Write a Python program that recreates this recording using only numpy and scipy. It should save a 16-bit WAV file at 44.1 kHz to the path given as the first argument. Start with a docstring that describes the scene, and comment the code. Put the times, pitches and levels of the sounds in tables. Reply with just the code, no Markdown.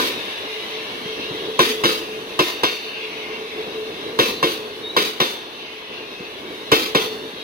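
"""Under an overhead deck, a few metres from the track: a container train passes a two-port phone.
Each wheel strikes one rail joint: steel cracks, the rail clangs, the bogie booms, the wheel sings,
the deck echoes. Between the blows the wagons rumble, rough treads hiss on the rail, bogie frames
drone and loose sleepers knock. Brief high steel tones come from flange, rail and wheel."""
import sys
import numpy as np
from scipy import signal
from scipy.fft import rfft, irfft, next_fast_len
from scipy.io import wavfile
from scipy.ndimage import uniform_filter1d

SR = 44100
rng = np.random.default_rng(int(sys.argv[2]) if len(sys.argv) > 2 else 0)


def inscribe(sig):
    """Save sig as 16-bit PCM at rate SR to the path in sys.argv[1].

    A 1-D sig is mono; a 2-D sig holds one channel per row.
    Samples are clipped to [-1, 1] before scaling.
    """
    pcm = np.round(np.clip(np.atleast_2d(sig).T, -1, 1) * 32767)
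    wavfile.write(sys.argv[1], SR, pcm.astype(np.int16))


N = 327663
TIME_S, BLOW_TIME_S = np.arange(N) / SR, np.arange(SR) / SR
FFT_SIZE = next_fast_len(N + SR)
FREQS_HZ = np.arange(FFT_SIZE // 2 + 1) * SR / FFT_SIZE
COUPLING_S, WAGON_PERIOD_S = 2.2, 2.52  # a coupling passes, one bogie either side; repeat time

# wheels on the joint; worn, smaller wheels sing higher:
# start_s, crack_db, rail_db, bogie_db, echo_db, note_hz, ring_db
WHEEL_HITS = [(-0.025, -26, -14.5, -20, -18, 3660, -41), (1.5911, -16, -15.5, -19, -16.5, 3710, -36.5),
              (1.8364, -17, -23, -20, -18, 3765, -35), (2.3901, -18.8, -19.5, -19, -20, 3660, -26),
              (2.6333, -18.3, -20.5, -26.5, -25.5, 3617, -26),
              (4.1884, -16.5, -19.5, -18.5, -19, 3615, -28), (4.427, -19.3, -20.5, -20.5, -22.5, 3540, -36),
              (4.9644, -16.5, -21.2, -25, -18, 3765, -36), (5.2007, -17.8, -23.2, -23.6, -22.5, 3544, -29),
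              (6.716, -13.5, -20, -17.5, -17, 3510, -34), (6.9474, -17, -24, -19, -21.5, 3570, -27.5)]
# modes of rail, bogie frame and joint steel: pitch_hz, gain_db, t60_s
RAIL_MODES = [(703, 0, 0.11), (875, -36, .06), (1027.5, 8, 0.12), (1078, 8.5, 0.074), (1220, 5, 0.16),
              (1350, -32, .08), (1535, 10.5, 0.2)]
BOGIE_MODES = [(261, -24, 0.14), (319.5, 0, 0.37), (353.5, 9.5, 0.13), (437.3, 3.5, 0.26),
               (457, -9.5, 0.13), (530, -16, 0.16)]
JOINT_MODES = [(2172, 1, 0.14), (2540, -23, 0.13), (2620, -0.5, 0.24), (2840, -7, 0.32), (3140, -3, 0.29),
               (3210, -5, 0.24), (3660, 6.5, 0.19), (4113, -2.5, 0.11), (4600, -35, 0.39),
               (5120, -5.5, 0.15), (6250, -32, 0.27)]
# wheel modes: note_ratio, gain_db, t60_s
WHEEL_MODES = [(.607, -7, .7), (.72, -10, .9), (.755, -9, .9), (1, 0, 1.4), (1.134, -10, .8),
               (1.239, -2.5, 1.3), (1.443, -14, .7), (1.665, -12, .9)]
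# spectral shapes of the noises: freq_hz, density_db
CRACK_SPECTRUM = [(25, -37), (70, -9.5), (200, -3.5), (480, 5), (850, -5.5), (1550, 2.5), (2200, -3),
                  (3400, 7.5), (4400, -8), (5400, -10.5), (6400, -10), (7400, -61), (9500, -22),
                  (16000, -23)]
ECHO_SPECTRUM = [(25, -30), (80, -20), (250, 1), (450, 3), (750, -10.5), (1100, 2), (1550, -3.5),
                 (2500, 2.5), (3600, 3.5), (4700, 0), (5500, -7.5), (6400, -7), (7400, -17.5), (9500, -13),
                 (16000, -13)]
RUMBLE_SPECTRUM = [(20, -55), (32, -19.5), (60, -18), (100, -15), (160, -13.5), (230, -7), (320, -3.5),
                   (385, -0.5), (440, -3), (500, -4.5), (600, -16), (750, -29), (1100, -54)]
ROAR_SPECTRUM = [(350, -28.5), (600, 1), (645, -0.5), (895, -4), (1100, -1.5), (1270, -5.5), (1900, -5.5),
                 (2470, -35), (4180, -120)]
HISS_SPECTRUM = [(1000, -30.5), (1700, -5), (1840, -13), (2130, -1.5), (2390, -6), (2730, 1.5), (3090, -2),
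                 (3740, 0.5), (4860, -12.5), (6190, -16.5), (7140, -50), (7500, -50), (9750, -57),
                 (16500, -120)]
FIZZ_SPECTRUM = [(3820, -19), (6500, -1.5), (7330, -9), (10300, -1), (12300, -7.5), (15100, -3.5),
                 (16000, -16)]
# roughness of the passing treads: time_s, roughness_db
TREAD_ROUGHNESS = [(0, 0), (2.3, -2.5), (4.0, -3), (5.7, -5), (6.25, -5), (6.55, -3.5), (7.43, -4)]
# departing wheels scraping the rail: peak_s, centre_hz, lift_db
RAIL_SCRAPES = [(.35, 2330, 4.5), (3.12, 2430, 7), (6.05, 2510, 3)]
# loud bogie frames going by: peak_s, half_width_s, level_db
FRAME_PASSES = [(1.72, 0.18, -26.5), (3.68, 0.17, -32), (4.2, 0.24, -31), (7.12, .13, -33)]
# brief high steel tones: start_s, length_s, pitch_hz, level_db, waver_ratio
STEEL_TONES = [(1.2, .14, 2800, -39, .012), (4.22, .24, 4035, -35, .004), (4.826, .07, 3745, -27, .008),
               (4.891, .027, 3830, -28, .012), (4.924, .042, 3860, -33, .025), (6.08, .27, 2565, -43, .008),
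               (7.37, .09, 3750, -38, .01)]
# wheels dropping into a soft spot: start_s, level_db
SLEEPER_KNOCKS = [(1.052, -39), (1.304, -40.5), (3.668, -42.5), (3.937, -47), (6.198, -43), (7.331, -48)]
# delay at the left port: freq_hz, lag_ms
LEFT_LAG = [(100, 0.18), (450, 0.18), (720, 0.37), (980, 0.11), (1450, .37), (3500, 0.431), (16000, 0.465)]
# shading by the phone's body: freq_hz, left_minus_right_db
BODY_SHADE = [(60, -1), (110, 0), (200, -2), (380, 1), (700, 0), (1290, 0.5), (2380, 2), (4400, 0),
              (8120, -4.5), (15000, 1.5)]


def joint_clacks(steel_ripple, ripple_db=4.0, grit_db=3.0, joint_db=-4.5, sleeper_db=-14.0):
    """Each wheel hits the rail end and lands again; the frame answers a moment later."""
    out = np.zeros(N)
    for start_s, crack_db, rail_db, bogie_db, *_ in WHEEL_HITS:
        landing = np.roll(burst(0.00035, 0.021), int(0.0095 * SR))
        contact = burst(0.0022, 0.057) + 0.64 * landing + 0.36 * burst(0.0084, 0.3)
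        contact *= undb(grit_db * walk(405)[:SR])  # tread chatter
        modes_db = ripple_db * (steel_ripple + mode_ripple()) / np.sqrt(2)
        crack = blow(colour(contact, CRACK_SPECTRUM, modes_db), crack_db)
        joint = blow(ring(burst(0.0028, 0.11), JOINT_MODES, detune=0.0026), crack_db + joint_db)
        clang = blow(ring(burst(0.0011, 0.019), RAIL_MODES, detune=0.011), rail_db)
        boom = blow(ring(burst(0.012, 0.091), BOGIE_MODES, detune=0.0168), bogie_db)
        thud = blow(sleeper_thud(pitch_hz=152.5, width_s=0.0073, peak_s=0.0128), bogie_db + sleeper_db)
        add(out, start_s, crack + joint + clang + boom + thud)
    return ports(out)


def sleeper_thud(pitch_hz, width_s, peak_s):
    """Sleepers sink into the ballast and spring back: a few slow swings."""
    time_s = BLOW_TIME_S - peak_s
    swing_hz = pitch_hz * (1 + 0.064 * rng.standard_normal())
    return np.sin(2 * np.pi * swing_hz * time_s) * np.exp(-(time_s / width_s) ** 2 / 2)


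def wheel_rings():
    """Each struck wheel sings on at its own note."""
    out = np.zeros((2, N))
    for start_s, *_, note_hz, ring_db in WHEEL_HITS:
        song = ring(burst(0.001, 0.02), WHEEL_MODES, pitch_scale=note_hz, detune=0.0005)
        add(out, start_s, blow(song, ring_db))
    return out


def deck_echo(steel_ripple, build_s=0.015, hold_s=0.11, fall_db_per_s=140, sag_db_per_s=35):
    """Reflections between wagons and deck pile up, hold briefly, then drain."""
    late_db, late_t60_s, ripple_db, clump_db = -22, 1.0, 3.2, 1.9
    early = undb(-fall_db_per_s * np.maximum(BLOW_TIME_S - hold_s, 0) - sag_db_per_s * BLOW_TIME_S)
    late = undb(late_db - 60 * BLOW_TIME_S / late_t60_s)
    envelope = (early + late) * (1 - np.exp(-BLOW_TIME_S / build_s))
    field = np.zeros((2, N))
    for start_s, *_, echo_db, _, _ in WHEEL_HITS:
        modes_db = ripple_db * (0.46 * steel_ripple + mode_ripple())  # joint plus this wheel
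        for channel in field:
            reflections = rng.standard_normal(SR) * envelope * undb(clump_db * walk(151.3)[:SR])
            add(channel, start_s, blow(colour(reflections, ECHO_SPECTRUM, modes_db), echo_db))
    return diffuse(*field, alike_hz=1120)


def rolling(steel_ripple):
    """Bogies rumble on approach, fizz as they pass and leave the rails hissing, over a roar."""
    rumble = diffuse(*noise_pair(RUMBLE_SPECTRUM), alike_hz=1340)
    roar = diffuse(*noise_pair(ROAR_SPECTRUM), alike_hz=1700)
    fizz = diffuse(*noise_pair(FIZZ_SPECTRUM, steel_ripple), alike_hz=2000)
    jolts_db = walk(22)
    hiss = diffuse(*rail_hiss(), alike_hz=1910)
    rumble *= undb(2 * jolts_db) * tread_gain(-34.6, follow=1.0, swell_db=2.5, lag_s=-0.4)
    roar *= undb(jolts_db) * tread_gain(-36, follow=1.06)
    hiss *= undb(0.75 * walk(23)) * tread_gain(-30, follow=1.375, swell_db=0.62, lag_s=0.99)
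    fizz *= undb(0.8 * walk(25)) * tread_gain(-48, follow=1.4, swell_db=1.1, lag_s=0.05)
    return rumble + roar + hiss + fizz


def tread_gain(base_db, follow, swell_db=0, lag_s=0):
    """Gain that follows tread roughness and swells once a wagon, lag_s after the coupling."""
    roughness_db = np.interp(TIME_S, *np.transpose(TREAD_ROUGHNESS))
    swell = np.cos(2 * np.pi * (TIME_S - COUPLING_S - lag_s) / WAGON_PERIOD_S)
    return undb(base_db + follow * roughness_db + swell_db * swell)


def rail_hiss(patchy_db=3.5, scrape_width_s=0.34, scrape_width_oct=0.15, sink_oct_per_s=0.25):
    """Rough treads excite brief steel resonances; a scrape lifts a band that sinks as the wagon goes."""
    freq_hz, time_s, cells = signal.stft(rng.standard_normal((2, N)), SR, nperseg=1024)
    patches = uniform_filter1d(rng.standard_normal(cells.shape[1:]), size=12, axis=1)
    gain_db = patchy_db * unit(uniform_filter1d(patches, size=2, axis=0))
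    for peak_s, centre_hz, lift_db in RAIL_SCRAPES:
        offset_s = time_s - peak_s
        offset_oct = np.log2((freq_hz[:, None] + 1) / centre_hz) + sink_oct_per_s * offset_s
        band = np.exp(-((offset_oct / scrape_width_oct) ** 2 + (offset_s / scrape_width_s) ** 2) / 2)
        gain_db += lift_db * band
    _, pair = signal.istft(cells * undb(gain_db), SR)
    return [unit(colour(x[:N], HISS_SPECTRUM)) for x in pair]


def frame_drone(pitch_hz=436, t60_s=0.29):
    """Rough wheels keep the bogie frames droning; a loud frame rises and falls with distance."""
    power = tread_gain(-42.5, follow=2.7) ** 2
    for peak_s, half_width_s, level_db in FRAME_PASSES:
        power += undb(level_db) ** 2 / (1 + ((TIME_S - peak_s) / half_width_s) ** 2)
    drone = ring(rng.standard_normal(N), [(pitch_hz, 0, t60_s)], detune=0.00094)
    return ports(unit(drone)) * np.sqrt(power)


def steel_tones():
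    """Brief, unsteady high tones: flange squeaks, faint rail singing and a ringing wheel."""
    out = np.zeros(N)
    for start_s, length_s, pitch_hz, level_db, waver_ratio in STEEL_TONES:
        progress = np.clip((TIME_S - start_s) / length_s, 0, 1)
        envelope = np.sqrt(np.abs(np.sin(np.pi * progress)))
        phase = 2 * np.pi * np.cumsum(pitch_hz * (1 + waver_ratio * walk(400))) / SR
        out += undb(level_db + 2 * walk(100)) * envelope * np.sin(phase)
    return out


def soft_spot():
    """Dull knocks as wheels press down loose sleepers."""
    out = np.zeros(N)
    for start_s, level_db in SLEEPER_KNOCKS:
        add(out, start_s, blow(sleeper_thud(pitch_hz=175, width_s=0.0043, peak_s=0.0086), level_db))
        add(out, start_s, blow(ring(burst(0.0053, 0.031), BOGIE_MODES), level_db))
    return ports(out)


def burst(rise_s, t60_s):
    """Contact chatter: swells, then dies away."""
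    rise = 1 - np.exp(-BLOW_TIME_S / rise_s)
    return rng.standard_normal(SR) * rise * np.exp(-np.log(1000) * BLOW_TIME_S / t60_s)


def ring(force, modes, pitch_scale=1, detune=0.0046):
    """Driven damped modes; tuning and balance vary per blow."""
    out = 0
    for pitch, gain_db, t60_s in modes:
        pitch_draw, gain_draw = rng.standard_normal(2)
        mode_hz = pitch * pitch_scale * (1 + detune * pitch_draw)
        pole = np.exp((2j * np.pi * mode_hz - np.log(1000) / t60_s) / SR)
        out += undb(gain_db + 1.35 * gain_draw) * unit(signal.lfilter([1], [1, -pole], force).real)
    return out


def mode_ripple():
    """Spectral peaks and valleys of overlapping steel modes; spread about 1."""
    ripple = unit(uniform_filter1d(uniform_filter1d(rng.standard_normal(2049), size=6), size=4))
    return np.minimum(ripple, 2)  # cap the tallest random peaks so no single tone whistles out


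def colour(x, spectrum, ripple_db=0, taps=4096):
    """Minimum-phase filter: spectrum plus fine ripple."""
    gain_db = lookup(spectrum, np.fft.rfftfreq(taps, 1 / SR)) + ripple_db
    cepstrum = irfft(np.log(undb(gain_db)))
    cepstrum[1:taps // 2] *= 2
    cepstrum[taps // 2 + 1:] = 0
    return signal.oaconvolve(x, irfft(np.exp(rfft(cepstrum))))[:len(x)]


def noise_pair(spectrum, ripple_db=0):
    """Two independent coloured noises, rms 1."""
    return [unit(colour(rng.standard_normal(N), spectrum, ripple_db)) for _ in range(2)]


def walk(rate_hz):
    """Smooth random curve, rms 1."""
    steps = rng.standard_normal(int(N / SR * rate_hz) + 2)
    return unit(np.interp(TIME_S * rate_hz, np.arange(len(steps)), steps))


def ports(x):
    """Track sound reaches the right port first."""
    lag_s = lookup(LEFT_LAG, FREQS_HZ) / 1000
    return np.array([fft_filter(x, np.exp(-2j * np.pi * FREQS_HZ * lag_s)), x])


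def diffuse(a, b, alike_hz):
    """Two unrelated sounds as an all-round field: the ports agree below about alike_hz."""
    coherence = 0.96 / (1 + (FREQS_HZ / alike_hz) ** 2)
    mid = fft_filter(a, np.sqrt((1 + coherence) / 2))
    side = fft_filter(b, np.sqrt((1 - coherence) / 2))
    return ports(mid) + ports(side) * np.array([[1], [-1]])


def fft_filter(x, response):
    return irfft(rfft(x, FFT_SIZE) * response, FFT_SIZE)[..., :N]


def blow(x, level_db):
    """Scale x so its energy, spread over 50 ms, has this level."""
    return x * undb(level_db) / np.sqrt(np.sum(x ** 2) / (SR / 20))


def add(track, start_s, x):
    start = int(round(start_s * SR))
    lo, hi = max(start, 0), min(start + x.shape[-1], N)
    track[..., lo:hi] += x[..., lo - start:hi - start]


def lookup(table, freq_hz):
    """Interpolate on a log-frequency axis."""
    knots_hz, values = np.transpose(table)
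    return np.interp(np.log(freq_hz + 1), np.log(knots_hz + 1), values)


def undb(db):
    return 10 ** (np.asarray(db) / 20)


def unit(x):
    return x / np.sqrt(np.mean(x ** 2))


def scene():
    """The whole train at the two ports."""
    steel_ripple = mode_ripple()
    blows = joint_clacks(steel_ripple) + wheel_rings() + deck_echo(steel_ripple) + soft_spot()
    return blows + rolling(steel_ripple) + frame_drone() + steel_tones()


def record(dry, low_cut_hz=55, top_hz=15900):
    """The phone shades one port against the other, thins the deep bass, clips and cuts the top."""
    shade = undb(lookup(BODY_SHADE, FREQS_HZ) * np.array([[1], [-1]]) / 2)
    low_cut = signal.butter(1, low_cut_hz, "high", fs=SR, output="sos")
    top_cut = signal.ellip(10, 0.2, 70, top_hz, fs=SR, output="sos")
    thinned = signal.sosfilt(low_cut, fft_filter(dry, shade))
    return signal.sosfilt(top_cut, np.clip(thinned, -1, 1))


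dry = scene()
out = record(dry)
inscribe(out)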